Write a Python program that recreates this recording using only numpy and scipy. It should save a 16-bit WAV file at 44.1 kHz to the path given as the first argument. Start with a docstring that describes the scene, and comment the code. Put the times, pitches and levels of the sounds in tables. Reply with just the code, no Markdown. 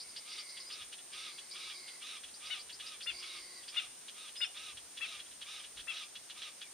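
"""A pack of wild dogs calls on a bush road beside a parked open vehicle; insects hiss over faint outdoor air.
From the start: wheezy whines (tone, hum, throbbing wheeze) and thin fluttering peeps, until about 3.8 s.
Throughout: chips (fast pitch arches with an air puff) and raspy squeals (shaken harmonics with air noise).
Whistles flick up at 0.7 and 4.4 s; arched harmonic yips run from 2.5 to 5.9 s; two whimpers fall after 5.5 s.
Every call is scattered by the road, vehicle and scrub."""
import sys
import numpy as np
from scipy import signal
from scipy.fft import rfft, irfft
from scipy.io import wavfile

SR = 44100
rng = np.random.default_rng(int(sys.argv[2]) if len(sys.argv) > 2 else 0)


def to_wav(sig):
    """Store sig (one row per channel, or 1-D mono) as 16-bit WAV at the path in sys.argv[1].

    Samples outside -1..1 are clipped; the rate is SR.
    """
    pcm = np.clip(np.atleast_2d(sig), -1, 1) * 32767
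    pcm = np.round(pcm).astype(np.int16)
    wavfile.write(sys.argv[1], SR, pcm.T)  # frames by channels


N = 296793
TIME_S = np.arange(N) / SR


def undb(db):
    """Decibels to gain."""
    return 10 ** (np.asarray(db) / 20)


def unit(x):
    """Scale to rms 1."""
    return x / np.sqrt(np.mean(x ** 2) + 1e-18)


def gain_at(hz, points):
    """Gain of a (freq_hz, gain_db) colour, interpolated over log frequency."""
    f, db = np.transpose(points)
    return undb(np.interp(np.log(np.maximum(hz, 1)), np.log(f), db))


def noise(points):
    """Gaussian noise shaped to a colour in the spectrum, rms 1."""
    freq_hz = np.arange(N // 2 + 1) * SR / N
    spectrum = rfft(rng.standard_normal(N)) * gain_at(freq_hz, points)
    return unit(irfft(spectrum, N))


def wobble(size, hz):
    """Random curve of spread about 1, with hz new values a second joined by straight lines."""
    steps = np.arange(size) * hz / SR
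    return 1.2 * np.interp(steps, np.arange(4096), rng.standard_normal(4096))


def progress(length_s):
    """Runs from 0 to 1 through a call."""
    return np.linspace(0, 1, int(length_s * SR))


def swell(u, rise, fall):
    """Smooth onset and release, each a share of the call."""
    onset = np.sin(np.pi / 2 * np.clip(u / rise, 0, 1))
    release = np.sin(np.pi / 2 * np.clip((1 - u) / fall, 0, 1))
    return onset * release


def cycles(hz):
    """Phase in radians of a moving frequency."""
    return 2 * np.pi * np.cumsum(hz) / SR


def voice(hz, throat, mouth, count):
    """Harmonics of a moving pitch, weighted by the throat, whose resonances rise as the mouth opens."""
    k = np.arange(1, count + 1)[:, None]
    phase = cycles(hz) + 2 * np.pi * rng.random()
    return np.sum(gain_at(k * hz / mouth, throat) * np.sin(k * phase), axis=0)


def turbulence(centre_hz, width_hz):
    """Rushing air in a moving resonance: two random curves on a carrier in quadrature, rms 1."""
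    phase = cycles(centre_hz)
    in_phase = wobble(len(centre_hz), width_hz) * np.sin(phase)
    quadrature = wobble(len(centre_hz), width_hz) * np.cos(phase)
    return unit(in_phase + quadrature)


def add(track, start_s, sound):
    """Mix a call into a track."""
    i = max(int(start_s * SR), 0)
    track[i:i + len(sound)] += sound[:N - i]


def outdoors(x, pan_db, near_db, far_db, near_t60_s=0.11, far_t60_s=0.39, shared=0.78):
    """Direct sound, quick reflections from road and vehicle, and a thin tail from the scrub, for two ears."""
    t = np.arange(SR // 2) / SR
    common, left, right = rng.standard_normal((3, len(t)))
    shared = np.clip(shared, 0, 1)
    ears = []
    for own, side in ((left, 1), (right, -1)):
        scatter = np.sqrt(shared) * common + np.sqrt(1 - shared) * own
        scatter = scatter * (1 - np.exp(-t / 0.0034))
        response = np.zeros(len(t))
        for db, t60_s in ((near_db, near_t60_s), (far_db, far_t60_s)):
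            response += undb(db) * unit(scatter * np.exp(-np.log(1000) * t / t60_s))
        response /= np.sqrt(len(t))
        # direct sound from well to one side reaches the far ear a sample later
        lag = int(side * pan_db < -2)
        response[lag] += undb(side * pan_db / 2)
        ears.append(signal.fftconvolve(x, response)[:N])
    return np.array(ears)


# colour of the outdoor hush: [freq_hz, gain_db]
AIR_COLOUR = [(25, -9), (60, -18), (125, -3), (250, 2), (370, 3), (550, 2.5), (1000, -0.5), (2000, -2),
              (3600, -0.5), (5000, 4.5), (6800, 5.5), (7700, -1), (11000, -6.5), (15500, -10.5)]
# low rumble between the puffs: [time_s, level_db]
RUMBLE_LEVEL = [(0, -87), (2.1, -93), (2.6, -80), (4.1, -88), (4.6, -80), (5.6, -81), (6.73, -94)]
# low puffs of breeze: [middle_s, level_db]
BREEZE_PUFFS = [(0.84, -72), (2.27, -79), (3.13, -69), (3.88, -78), (4.76, -77), (5.8, -68)]
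PUFF_WIDTH_S = 0.038


def air(air_db=-56.5, distance_db=-64.0, gust_db=3.0):
    """Diffuse hush, separate on each side; distant noise, uneven rumble and breeze puffs common to both."""
    hush = np.array([noise(AIR_COLOUR) for _ in range(2)])
    distance = noise([(100, -11.5), (350, -3.5), (1200, -1.5), (4000, 1.5), (8000, -65)])
    breeze = undb(np.interp(TIME_S, *np.transpose(RUMBLE_LEVEL)) + gust_db * wobble(N, 16))
    puffs = sum(undb(db) * np.exp(-((TIME_S - middle_s) / PUFF_WIDTH_S) ** 2) for middle_s, db in BREEZE_PUFFS)
    rumble = noise([(20, -9), (65, 5), (110, -1.5), (250, -23.0), (1000, -67)]) * (breeze + puffs)
    return undb(air_db) * hush + undb(distance_db) * distance + rumble


# colour of the insect hiss: [freq_hz, gain_db]
INSECT_COLOUR = [(7750, -49), (8100, -4), (8650, 3), (9100, -2), (9450, 1.5), (9800, -6.5), (10200, -11.5),
                 (11200, -31)]
INSECT_START_DB, INSECT_FADE_DB_PER_S = -53.7, 0.28


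def insects(swell_db=0.46, swell_hz=4, shimmer_db=0.92, shimmer_hz=60):
    """Many insects merge into a slowly thinning band of noise; each side shimmers on its own."""
    db = INSECT_START_DB - INSECT_FADE_DB_PER_S * TIME_S + swell_db * wobble(N, swell_hz)
    return np.array([noise(INSECT_COLOUR) * undb(db + shimmer_db * wobble(N, shimmer_hz)) for _ in range(2)])


# soft falling whimpers: [start_s, length_s, mid_pitch_hz, level_db]
WHIMPER_CALLS = [(5.585, 0.055, 3080, -55), (6.617, .09, 2300, -59)]


def whimpers(fall=0.12):
    """Short, soft, breathy notes of narrow noise that slide down."""
    out = np.zeros(N)
    for start_s, length_s, hz, db in WHIMPER_CALLS:
        u = progress(length_s)
        note = turbulence(hz * (1 + fall * (.5 - u)), 205)
        add(out, start_s, undb(db) * note * swell(u, .15, 0.97))
    return outdoors(out, pan_db=2, near_db=-4, far_db=-19)


# long wheezy whines: [start_s, length_s, mid_pitch_hz, level_db]
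WHINE_CALLS = [(0, 0.36, 2180, -65), (.28, 0.42, 2125, -58), (1.118, 0.38, 2170, -60.5),
               (1.498, 0.33, 2290, -57), (1.741, 0.25, 2120, -58.5), (3.108, .3, 2215, -55),
               (3.362, 0.28, 2073, -59.5)]
WHEEZE_HZ = 4767  # centre of the high wheeze over every whine


def whines(fall=0.063, throb_hz=70, hum_hz=365, hum_db=-15.5, third_db=-19, tone_db=-8,
           overtone_db=-11, core_db=-6, fade_db=4, waver=0.0139, flutter_db=2.0):
    """A hoarse tone sinks between a faint low hum and a throbbing high wheeze with a whistling core."""
    out = np.zeros(N)
    for start_s, length_s, hz, db in WHINE_CALLS:
        u = progress(length_s)
        size = len(u)
        sink = 1 + fall * (.5 - u) + waver * wobble(size, 89.5)
        tone = undb(tone_db) * turbulence(hz * sink, 280)
        tone = tone + undb(overtone_db) * turbulence(4100 * sink, 300)
        phase = cycles(hum_hz * (1 + 0.018 * wobble(size, 144.7)))
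        hum = undb(hum_db) * np.sin(phase) + undb(third_db) * np.sin(3 * phase)
        wheeze = np.sin(cycles(WHEEZE_HZ * (1 + 0.0807 * wobble(size, 2600))))
        wheeze = wheeze + undb(core_db) * turbulence(WHEEZE_HZ * np.sqrt(sink), 260)
        beat = 1 + .65 * np.sin(cycles(throb_hz * (1 + .12 * wobble(size, 40))))
        wheeze_gain = beat * undb(flutter_db * wobble(size, 37.3) - fade_db * u)
        whine = unit(tone + hum + wheeze * wheeze_gain)
        add(out, start_s, undb(db) * whine * swell(u, 0.019, 0.23))
    return outdoors(out, pan_db=-1.5, near_db=-7.5, far_db=-1.5)


# whistles: [start_s, length_s, base_pitch_hz, start_level_db, sag_share_of_pitch]
WHISTLE_CALLS = [(0.66, 0.078, 4890, -50.5, 0.077), (4.362, .11, 5010, -44, 0.045)]


def whistles(scoop=0.062, flick=0.184, fade_db=6.3):
    """Pure sine notes that scoop in, sag, then flick upward, fading all the way."""
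    out = np.zeros(N)
    for start_s, length_s, hz, db, sag in WHISTLE_CALLS:
        u = progress(length_s)
        bend = sag * (.5 - u) + flick * u ** 7 - scoop * np.exp(-u / 0.084)
        pitch_hz = hz * (1 + bend + 0.0067 * wobble(len(u), 460))
        note = unit(np.sin(cycles(pitch_hz)))
        add(out, start_s, undb(db - fade_db * u) * note * swell(u, 0.18, 0.065))
    return outdoors(out, pan_db=-1, near_db=-16, far_db=-21)


# thin rough peeps: [start_s, level_db]
PEEP_CALLS = [(0, -46), (0.088, -55), (0.163, -46), (0.321, -49.5), (0.385, -47), (0.49, -50), (0.6, -49),
              (0.72, -45.5), (1.51, -47), (2.339, -52.5), (2.457, -52), (2.592, -50.5), (2.724, -49.5),
              (2.861, -48), (3.023, -47), (3.184, -50.5), (3.679, -49)]


def peeps(length_s=0.0408, hz=4950, climb=0.1564, rough=0.066, trill_hz=170, trill=0.038):
    """Thin sine notes, roughened by random pitch shake, that trill as they rise."""
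    out, u = np.zeros(N), progress(length_s)
    for start_s, db in PEEP_CALLS:
        shake = trill * np.sin(2 * np.pi * (trill_hz * length_s * u + rng.random()))
        shake = shake + rough * wobble(len(u), 2217)
        pitch_hz = hz * (1 + climb * (np.sqrt(u) - .65) + shake)
        add(out, start_s, undb(db) * unit(np.sin(cycles(pitch_hz))) * swell(u, 0.083, 1.0))
    return outdoors(out, pan_db=0, near_db=-4.0, far_db=-35)


# chips, before the voice and puff offsets: [middle_s, level_db]
CHIP_CALLS = [(0.17, -49), (0.389, -51), (0.578, -49.5), (0.711, -48), (0.935, -48), (1.141, -50),
              (1.391, -49.5), (1.563, -50.5), (1.707, -47), (1.888, -50), (2.027, -51), (2.244, -49.5),
              (2.289, -57.5), (2.703, -49), (2.807, -47), (3.015, -48), (3.235, -47.5), (3.641, -57),
              (4.09, -49), (4.287, -51.5), (4.574, -48.5), (4.779, -50.5), (4.981, -46.5), (5.202, -47.5),
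              (5.267, -59), (5.322, -57), (5.424, -46.5), (5.646, -50), (5.801, -47.5), (5.969, -46),
              (6.162, -47.5), (6.307, -47.5), (6.428, -45), (6.624, -46.5)]
# chip throat colour: [freq_hz, gain_db]
CHIP_COLOUR = [(1200, -7), (2200, -9), (3000, -4), (3400, 1.5), (4200, -4), (6000, -13.5), (9000, -35)]
FAINT_CHIP_DB, FAINT_CHIP_SPREAD_DB = -55, 6.5  # centre and half range, before the same offsets


def chips(length_s=.018, top_hz=3420, drop=1.1, voice_db=4.5, puff_db=-8, faint_count=8):
    """An air puff leads a pitch that shoots up and straight down; a few faint chips fall at random times."""
    out, u, v = np.zeros(N), progress(length_s), progress(1.82 * length_s)
    faint = [(when * N / SR, FAINT_CHIP_DB + FAINT_CHIP_SPREAD_DB * (2 * size - 1))
             for when, size in rng.random((faint_count, 2))]
    for middle_s, db in list(CHIP_CALLS) + faint:
        scatter = 0.0227 * rng.standard_normal() + 0.042 * wobble(len(u), 1720)
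        pitch_hz = top_hz * np.exp(-drop * (2 * u - 1) ** 2 + scatter)
        chirp = voice(pitch_hz, CHIP_COLOUR, 0.964, count=2) * swell(u, 0.11, 0.23)
        puff = turbulence(np.full(len(v), top_hz), 1800) * swell(v, 0.29, 0.22)
        add(out, middle_s - length_s / 2, undb(db + voice_db) * chirp)
        add(out, middle_s - length_s, undb(db + puff_db) * puff)
    return outdoors(out, pan_db=-.5, near_db=-5, far_db=-15, near_t60_s=.07, far_t60_s=.4, shared=.7)


# raspy squeals: [start_s, length_s, level_db]
RASP_CALLS = [(0.237, 0.2, -52), (0.675, 0.18, -53), (1.107, 0.22, -49), (1.521, 0.23, -50),
              (1.995, 0.2, -49), (2.393, 0.22, -49), (2.791, 0.18, -51.5), (3.186, .23, -51.5),
              (3.71, 0.16, -50), (4.137, 0.15, -53.5), (4.526, .21, -50.5), (4.991, 0.2, -49),
              (5.443, 0.18, -49.5), (5.876, 0.18, -48), (6.341, 0.17, -51)]
# squeal throat colour: [freq_hz, gain_db]
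RASP_COLOUR = [(1000, 7), (1300, -4.5), (2500, 1), (3700, 14.5), (4500, -59), (5300, 4.5), (6300, -7.5),
               (8000, -34)]
RASP_HZ, RASP_AIR_DB = 1253.5, -5.5  # base pitch, air noise relative to the voice


def rasps(arch=.16, rough=0.0274, rattle=0.06, rattle_hz=270, flutter=0.13, air_hz=3100):
    """Rising and falling squeals; a second, slower vibration splits each harmonic into a cluster."""
    out = np.zeros(N)
    for start_s, length_s, db in RASP_CALLS:
        u = progress(length_s)
        size = len(u)
        mouth = 1 + arch * (.2 - (2 * u - 1) ** 2)
        shake = np.sin(cycles(rattle_hz * (1 + 0.2426 * wobble(size, 300))))
        pitch_hz = RASP_HZ * mouth * (1 + rattle * shake + rough * wobble(size, 800))
        cry = unit(voice(pitch_hz, RASP_COLOUR, mouth, count=6))
        cry = cry + undb(RASP_AIR_DB) * turbulence(air_hz * mouth, 2800)
        squeal = unit(cry * (1 + 0.46 * shake + flutter * wobble(size, 197.4)))
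        add(out, start_s, undb(db) * squeal * swell(u, 0.36, 0.24))
    return outdoors(out, pan_db=-1.8, near_db=-3.0, far_db=-15.5, near_t60_s=0.11, far_t60_s=0.22, shared=0.83)


# clear yips: [start_s, length_s, top_pitch_hz, level_db, mouth_factor_on_resonances]
YIP_CALLS = [(2.497, 0.065, 744.4, -38, 0.96), (3.059, 0.064, 709, -36.5, 0.96),
             (3.759, 0.051, 717.5, -33, 0.99), (4.403, 0.06, 723, -33, 0.99), (5.003, .066, 672, -39, 0.9),
             (5.869, 0.063, 676, -39.5, 0.91)]
# yip throat colour: [freq_hz, gain_db]
YIP_COLOUR = [(700, -33.5), (1400, -16.5), (2100, -19.5), (2800, 4), (3100, 1.5), (3550, 3), (4200, -15),
              (5000, -17), (6500, -61)]
YIP_RISE, YIP_HOLD = 0.229, 0.607  # shares of a yip: voice fully up, voice starts to give way
YIP_SCOOP, YIP_DROP, YIP_ARCH = 0.1345, 0.191, 0.16  # pitch lost at start, at end; bend of the top
YIP_EDGE_DB = -20.5  # effort at both ends relative to the top
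YIP_OPENS, YIP_CLOSES = 0.448, 0.17  # share by which the mouth lowers resonances at start, at end


def yips(jitter=0.042, crack_db=-2, trail_db=-67, top_rough=0.19, edge_rough=1.0):
    """Pitch and mouth arch together; the voice is cleanest at the top and cracks as it starts and stops."""
    out, trail = np.zeros(N), np.zeros(N)
    for start_s, length_s, hz, db, gape in YIP_CALLS:
        u = progress(length_s)
        onset = np.maximum(1 - u / YIP_RISE, 0)
        release = np.maximum((u - YIP_HOLD) / (1 - YIP_HOLD), 0)
        bend = YIP_ARCH * (np.minimum(u, YIP_HOLD) - YIP_HOLD / 2) ** 2
        ratio = 1 - YIP_SCOOP * onset - YIP_DROP * release - bend
        mouth = gape * (1 - YIP_OPENS * onset - YIP_CLOSES * release)
        effort_db = YIP_EDGE_DB * (onset + release)
        rough = top_rough + edge_rough * (onset + release)
        pitch_hz = hz * ratio * (1 + jitter * rough * wobble(len(u), 1500))
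        tone = unit(voice(pitch_hz, YIP_COLOUR, mouth, count=9))
        crack = undb(crack_db) * rough * turbulence(2700 * mouth, 2000)
        add(out, start_s, undb(db + effort_db) * (tone + crack) * swell(u, 0.035, 0.033))
        # a faint low note lingers after each yip
        linger = turbulence(np.full(len(u), hz), 80) * swell(u, 0.083, 0.79)
        add(trail, start_s + length_s, undb(trail_db) * linger)
    return trail + outdoors(out, pan_db=7.3, near_db=-14, far_db=-14, near_t60_s=.09, far_t60_s=.42, shared=.4)


def scene():
    """All the calls over the insects and the air."""
    background = air() + insects()
    soft_calls = whimpers() + whines() + whistles() + peeps()
    return background + soft_calls + chips() + rasps() + yips()


def record(dry):
    """Steep elliptic low-pass removes the top of the treble."""
    top_hz, ripple_db, stop_db = 15500, .2, 70
    return signal.sosfilt(signal.ellip(10, ripple_db, stop_db, top_hz, fs=SR, output="sos"), dry)


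dry = scene()
out = record(dry)
to_wav(out)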